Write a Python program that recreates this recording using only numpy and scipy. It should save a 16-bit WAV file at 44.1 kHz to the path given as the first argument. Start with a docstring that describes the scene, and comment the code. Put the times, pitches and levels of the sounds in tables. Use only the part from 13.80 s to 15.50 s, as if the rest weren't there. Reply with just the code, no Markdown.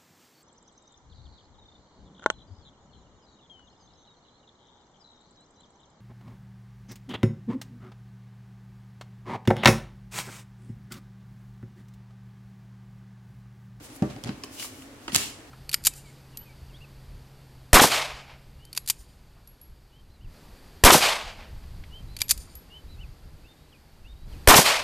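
"""Playing cards snap and slide at a wooden table in a quiet room, close to a stereo microphone.
Bent edges spring free with a dispersive crack, and card rubbing on card makes friction noise,
both coloured by the card's resonances. A hand thumps the table, exciting its damped modes, and
picks at the deck; a card swishes off it, is snapped against the cards in the other hand and
slides in among them. Short reverberation and a low murmur of air lie behind."""
import sys
import numpy as np
from scipy import signal
from scipy.fft import rfft, irfft, next_fast_len
from scipy.io import wavfile

SR = 44100
rng = np.random.default_rng(int(sys.argv[2]) if len(sys.argv) > 2 else 0)


def digitize_waveform(pressure):
    """Quantize a signal to 16-bit integers and store it at the path in sys.argv[1].

    Rows of a 2-D input are taken as channels; values are limited to [-1, 1].
    """
    field = np.atleast_2d(pressure).T
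    bounded = np.clip(field, -1, 1)
    quanta = np.round(bounded * 32767).astype(np.int16)
    wavfile.write(sys.argv[1], SR, quanta)


N = 74970
SIDES = np.array([[.5], [-.5]])  # splits a difference between left and right


def amp(db):
    return 10 ** (np.asarray(db) / 20)

def unit_rms(x):
    return x / np.sqrt(np.mean(x ** 2) + 1e-20)

def along(points, hz):
    """Interpolation on a logarithmic frequency axis."""
    freqs, values = np.transpose(points)
    return np.interp(np.log(hz + 1), np.log(freqs + 1), values)

def filtered(x, response):
    """Linear filtering: the spectrum times a frequency response."""
    n = x.shape[-1]
    size = next_fast_len(2 * n)
    return irfft(rfft(x, size) * response(np.fft.rfftfreq(size, 1 / SR)), size)[..., :n]

def add(out, start_s, x):
    """Superposition of x on out from start_s."""
    part = out[..., round(start_s * SR):][..., :x.shape[-1]]
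    part += x[..., :part.shape[-1]]

def slope(hz, db_per_octave, above_hz):
    """Power-law gain, pivoting at 4 kHz."""
    return amp(db_per_octave * np.log2(np.maximum(hz, above_hz) / 4000))

def spread(pair, coherence):
    """Mid-side mixing gives two independent signals a set coherence."""
    angle = np.arccos(np.clip(coherence, -1, 1)) / 2
    mid, side = pair[0] * np.cos(angle), pair[1] * np.sin(angle)
    return np.array([mid + side, mid - side])

def stereo_noise(n, coherence):
    return spread(rng.standard_normal((2, n)), coherence)

def resonance_db(hz, centre_hz, width_hz, peak_db):
    """A resonance as a Lorentzian hump in dB."""
    return peak_db / (1 + (2 * (hz - centre_hz) / width_hz) ** 2)

def minimum_phase(gain):
    """Causality: a response with these gains that rings only after the blow."""
    cepstrum = irfft(np.log(np.maximum(gain, 1e-6)))
    half = len(cepstrum) // 2
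    return np.exp(rfft(np.concatenate([cepstrum[:1], 2 * cepstrum[1:half], np.zeros(half)])))


# spectrum of the room's air: frequency_hz, level_db
AIR_SPECTRUM = [(20, -9.5), (50, 2.5), (70, -12), (95, 0.5), (135, -8.5), (190, -18), (275, 0.5),
                (350, -10.5), (500, -12.5), (1000, -18), (2000, -20), (4000, -26), (8000, -29.5),
                (12000, -34.5), (16000, -40)]
# left-right likeness of the room's sound: frequency_hz, coherence
ROOM_COHERENCE = [(30, 0.87), (300, 0.95), (700, 0.54), (2000, 0.073), (10000, 0.03)]
def room_tone(level_db=-46.5):
    """Stationary noise in a diffuse field: a coherent low murmur and a faint incoherent hiss."""
    hz = np.fft.rfftfreq(N, 1 / SR)
    noise = spread(rfft(rng.standard_normal((2, N))), along(ROOM_COHERENCE, hz))
    return amp(level_db) * unit_rms(irfft(noise * amp(along(AIR_SPECTRUM, hz)), N))


# reverberation time: frequency_hz, t60_s
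ROOM_DECAY = [(150, 0.3), (1000, 0.56), (4000, 0.48), (9000, 0.47), (15000, 0.14)]
def reverberation(x, delay_s=.006):
    """Wall reflections decay exponentially, fastest in the high treble."""
    hz, t, noise = signal.stft(rng.standard_normal((2, SR // 2)), SR, nperseg=256)
    noise = spread(noise, along(ROOM_COHERENCE, hz)[:, None])
    decay = amp(-60 * t / along(ROOM_DECAY, hz)[:, None])
    tail = signal.istft(noise * decay, SR, nperseg=256)[1]
    delayed = np.pad(x.mean(axis=0), (round(delay_s * SR), 0))
    return signal.fftconvolve(delayed[None], tail / np.linalg.norm(tail[0]), axes=1)[:, :N]


# modes of the table top: pitch_hz, level_db, t60_s
WOOD_MODES = [(68.2, -21.5, 0.48), (133, -7.5, 0.17), (174, -2.5, 0.055), (203.4, -6.5, 0.14),
              (234.3, 3.5, 0.06), (314.4, -5, 0.12), (396.3, -15, 0.2), (513.4, -27.5, 0.33),
              (589, -9.5, 0.11), (760, -4.5, 0.055), (766, -25, 0.066), (919, -17.5, 0.056),
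              (1167, -24.5, 0.17)]
# spectrum of its dense upper modes: frequency_hz, level_db
DENSE_SPECTRUM = [(250, -30), (450, 1), (800, -7), (1300, -7), (2200, -8), (5000, -33), (16000, -60)]
# blows on the top: start_s, level_db, contact_s, heave_hz
TABLE_BLOWS = [(.2212, -11, 0.00072, 187), (0.297, -31, 0.0014, 135), (.362, -31, 0.00025, 142),
               (0.44, -32, 0.0011, 132), (0.458, -25.5, 0.00085, 133), (0.475, -33.5, 0.00041, 137),
               (0.4909, -22, 0.0013, 199), (0.6371, -37, .0002, 413), (1.282, -31, 0.0013, 285),
               (1.329, -28.5, 0.0026, 208), (1.356, -25.5, 0.001, 150), (1.374, -34, 0.0027, 109)]
def table_knocks(heave_s=.0035, ring_rise_s=.0066, dense_t60_s=.19, right_lead_s=.00013):
    """Impact excitation: a blow heaves the top and rings its modes; longer contact dulls them."""
    out, t = np.zeros((2, N)), np.arange(SR // 2) / SR
    for start_s, level_db, contact_s, heave_hz in TABLE_BLOWS:
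        lowpass = lambda hz: 1 / (1 + (hz * contact_s) ** 2)
        modes = sum(amp(db + rng.normal(0, 1) - 60 * t / t60) * np.sin(2 * np.pi * hz * t) * lowpass(hz)
                    for hz, db, t60 in WOOD_MODES)
        noise = stereo_noise(len(t), coherence=.17)
        dense = unit_rms(filtered(noise, lambda hz: amp(along(DENSE_SPECTRUM, hz))))
        upper = filtered(dense, lowpass) * amp(-18.5 - 60 * t / dense_t60_s)
        ring = (amp(-1) * modes + upper) * (1 - np.exp(-t / ring_rise_s))
        heave = np.sin(2 * np.pi * heave_hz * t) * t / heave_s * np.exp(1 - t / heave_s)
        add(out, start_s, amp(level_db) * (ring + amp(-3) * heave))
    # the right microphone is nearer
    return filtered(out, lambda hz: np.exp(-2j * np.pi * hz * SIDES * right_lead_s))


# modes of a held card: pitch_hz, width_hz, lift_db
CARD_RESONANCES = [(1980, 87, -1.5), (2750, 120, 3.5), (3070, 43, 3.5), (7100, 84, 0.5), (7380, 200, 5),
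                   (9340, 370, 3)]
def card_ring_db(hz):
    """Modal response: each resonance of the card lifts a narrow band."""
    return sum(resonance_db(hz, *mode) for mode in CARD_RESONANCES)


# spectrum of card rubbing on card: frequency_hz, level_db
FRICTION_SPECTRUM = [(200, -0.5), (700, -8), (1500, -5), (2300, -0.5), (3500, 0), (5500, 1), (7200, -1),
                     (10000, -4), (13000, -7), (16000, -13.5)]
# strokes: fastest_s, level_db, rise_s, fall_s, tilt_db_per_octave, left_over_right_db, sing_hz, sing_db
STROKES = [(0.052, -46.5, 0.025, 0.018, 3, 1, 8500, 1), (0.113, -53, 0.032, 0.047, 0, 0, 10700, 7),
           (.162, -48.5, 0.016, 0.011, 7, 3, 10700, 6), (.255, -56, 0.023, 0.022, -1, 2, 6000, 7),
           (0.306, -46, 0.011, 0.028, -5.5, -0.5, 4170, -3),
           (0.48, -39.5, 0.023, 0.027, -7.5, -0.5, 4870, 5), (.738, -46.5, 0.017, 0.06, 3, 1, 10100, -1),
           (0.804, -38, 0.022, 0.025, 0, 1, 2900, 9.5), (0.836, -36.5, 0.026, 0.032, 3.5, 0.5, 7000, 0),
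           (1.0, -53.5, 0.18, 0.055, 4, .5, 3000, 9), (1.235, -57, 0.018, 0.054, 2, 0, 9000, 0),
           (1.292, -43, 0.0054, 0.015, -4.5, -5, 1910, 11), (1.338, -34, 0.0096, 0.027, -1, 2.5, 9500, 9),
           (1.379, -31, 0.025, 0.045, 0, 2, 7030, 2), (1.42, -32.5, 0.012, 0.03, -0.5, 0.5, 2860, 8.5),
           (1.453, -40, 0.016, 0.045, -0.5, -0.5, 2990, 5)]
def card_slides(catch_db=1.37, catches_per_s=560, sing_q=10):
    """Sliding friction: finely catching noise follows each stroke's speed and sings at one pitch."""
    out, t = np.zeros((2, N)), np.arange(N) / SR
    hz = np.fft.rfftfreq(N, 1 / SR)
    card_db = along(FRICTION_SPECTRUM, hz) + card_ring_db(hz)
    for fastest_s, level_db, rise_s, fall_s, tilt, pan_db, sing_hz, sing_db in STROKES:
        progress = (t - fastest_s) / np.where(t < fastest_s, rise_s, fall_s)
        speed = np.exp(1 - np.sqrt(1 + 2 * progress ** 2))
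        catching = amp(catch_db * np.interp(t * catches_per_s, np.arange(N), rng.standard_normal(N)))
        friction = stereo_noise(N, coherence=.037) * catching
        note_db = resonance_db(hz, sing_hz, sing_hz / sing_q, sing_db)
        colour = amp(card_db + note_db) * slope(hz, tilt, above_hz=910)
        rub = irfft(rfft(friction) * colour, N)
        out += amp(level_db + SIDES * pan_db) * speed * unit_rms(rub)
    return out


# the card's path from the deck to the other hand: time_s, left_lead_s
CARD_PATH = [(.4, 0.000027), (1.35, 0.000093)]
# stereo balance of a snap: frequency_hz, left_over_right_db
SNAP_BALANCE = [(1200, 2.5), (2500, -2.5), (4400, -1.5), (8000, 4.5), (12000, 10)]
def placed(snap, time_s, pan_db):
    """Time and level differences: a snap arrives first on the left, coloured differently each side."""
    lead_s = np.interp(time_s, *np.transpose(CARD_PATH))
    balance = lambda hz: amp(SIDES * (pan_db + along(SNAP_BALANCE, hz)))
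    return filtered(snap, lambda hz: balance(hz) * np.exp(2j * np.pi * hz * SIDES * lead_s))


# spectrum of a snapping edge: frequency_hz, level_db
SNAP_SPECTRUM = [(200, -12), (750, -3.5), (1000, -5), (1500, -4.5), (2100, -2), (3100, 1), (3700, -0.5),
                 (4700, 3.5), (5600, -0.5), (6500, 2), (9800, -2.5), (12500, -9), (16000, -16)]
# a card is damped on the deck and rings when lifted: time_s, resonance_scale
CARD_FREEDOM = [(.5, 0.13), (1.25, 1.1)]
# edges letting go: start_s, level_db, decay_s, tilt_db_per_octave, left_over_right_db, pitch_hz
EDGE_RELEASES = [(.2225, -37, 0.0066, -5.5, -3, 1530), (0.3007, -44, 0.0055, -5.5, -1, 4100),
                 (.3625, -40, 0.0026, -7, 4.5, 810), (0.4379, -28, 0.0011, 0, -5, 1100),
                 (0.4449, -39, 0.0025, -4.5, 15, 4200), (0.4736, -37.5, 0.0016, -3.5, -9, 4800),
                 (0.4911, -31, 0.0031, -10.5, 0, 3970), (0.6361, -25.5, 0.00086, -1, -4.5, 5270),
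                 (0.6378, -32, 0.0022, -6.5, 3.5, 1124), (0.64, -37.5, 0.0078, 3, -2, 3000),
                 (0.797, -32, 0.0049, -0.5, 2, 2950), (.823, -31, 0.0071, -2, 2, 2140),
                 (.845, -38.5, 0.012, -9, 2.5, 1130), (1.02, -43.5, 0.0047, -4.5, 2, 2900),
                 (1.2792, -27.5, 0.0016, -6, 2.5, 3120), (1.2808, -25.5, 0.0027, -8.5, -3.5, 1250),
                 (1.284, -36, 0.0071, -12, 1, 1710), (1.2955, -38, 0.0032, -6, 4, 1930),
                 (1.3199, -36.5, 0.0033, -4.5, -16.5, 3200), (1.347, -10, 0.0018, 0, -3.5, 3110),
                 (1.3541, -19, 0.0013, -2, -10.5, 5750), (1.356, -11.5, 0.0014, 0, -4.5, 1940),
                 (1.3602, -7, 0.0016, 2, -4, 1910), (1.3675, -25, 0.0022, -0.5, -16, 2900)]
def card_snaps(rise_s=.00008, bass_delay_s=.00101, dispersion_hz=3730, edge_q=9.1, edge_db=11):
    """Bending-wave dispersion: a bent edge lets go with a crack, its treble ahead of its bass."""
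    out, pad_s = np.zeros((2, N)), .005
    t = np.maximum(np.arange(SR // 16) / SR - pad_s, 0)
    for start_s, level_db, decay_s, tilt, pan_db, pitch_hz in EDGE_RELEASES:
        envelope = (1 - np.exp(-t / rise_s)) * np.exp(-t / decay_s)
        burst = stereo_noise(len(t), coherence=.56) * envelope
        freedom = np.interp(start_s, *np.transpose(CARD_FREEDOM))

        def response(hz):
            card_db = along(SNAP_SPECTRUM, hz) + freedom * card_ring_db(hz)
            note_db = resonance_db(hz, pitch_hz, pitch_hz / edge_q, edge_db)
            colour = amp(card_db + note_db) * slope(hz, tilt, above_hz=1360)
            phase_cycles = bass_delay_s * dispersion_hz * (np.exp(-hz / dispersion_hz) - 1)
            return minimum_phase(colour) * np.exp(2j * np.pi * phase_cycles)

        crack = unit_rms(filtered(burst, response)) * np.std(envelope) / envelope.max()
        add(out, start_s - pad_s, placed(amp(level_db) * crack, start_s, pan_db))
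    return out


def scene():
    """Superposition of direct sound, reverberation and room tone."""
    cards, wood = card_snaps() + card_slides(), table_knocks()
    return cards + wood + reverberation(amp(-8.5) * cards + amp(-10.5) * wood) + room_tone()

def record(dry):
    """Band limiting: a second-order high-pass thins the deep bass; a sharp cutoff ends the treble."""
    low_cut_hz, top_hz = 49, 16200
    return filtered(dry, lambda hz: (hz < top_hz) * (1j * hz / (low_cut_hz + 1j * hz)) ** 2)


dry = scene()
out = record(dry)
digitize_waveform(out)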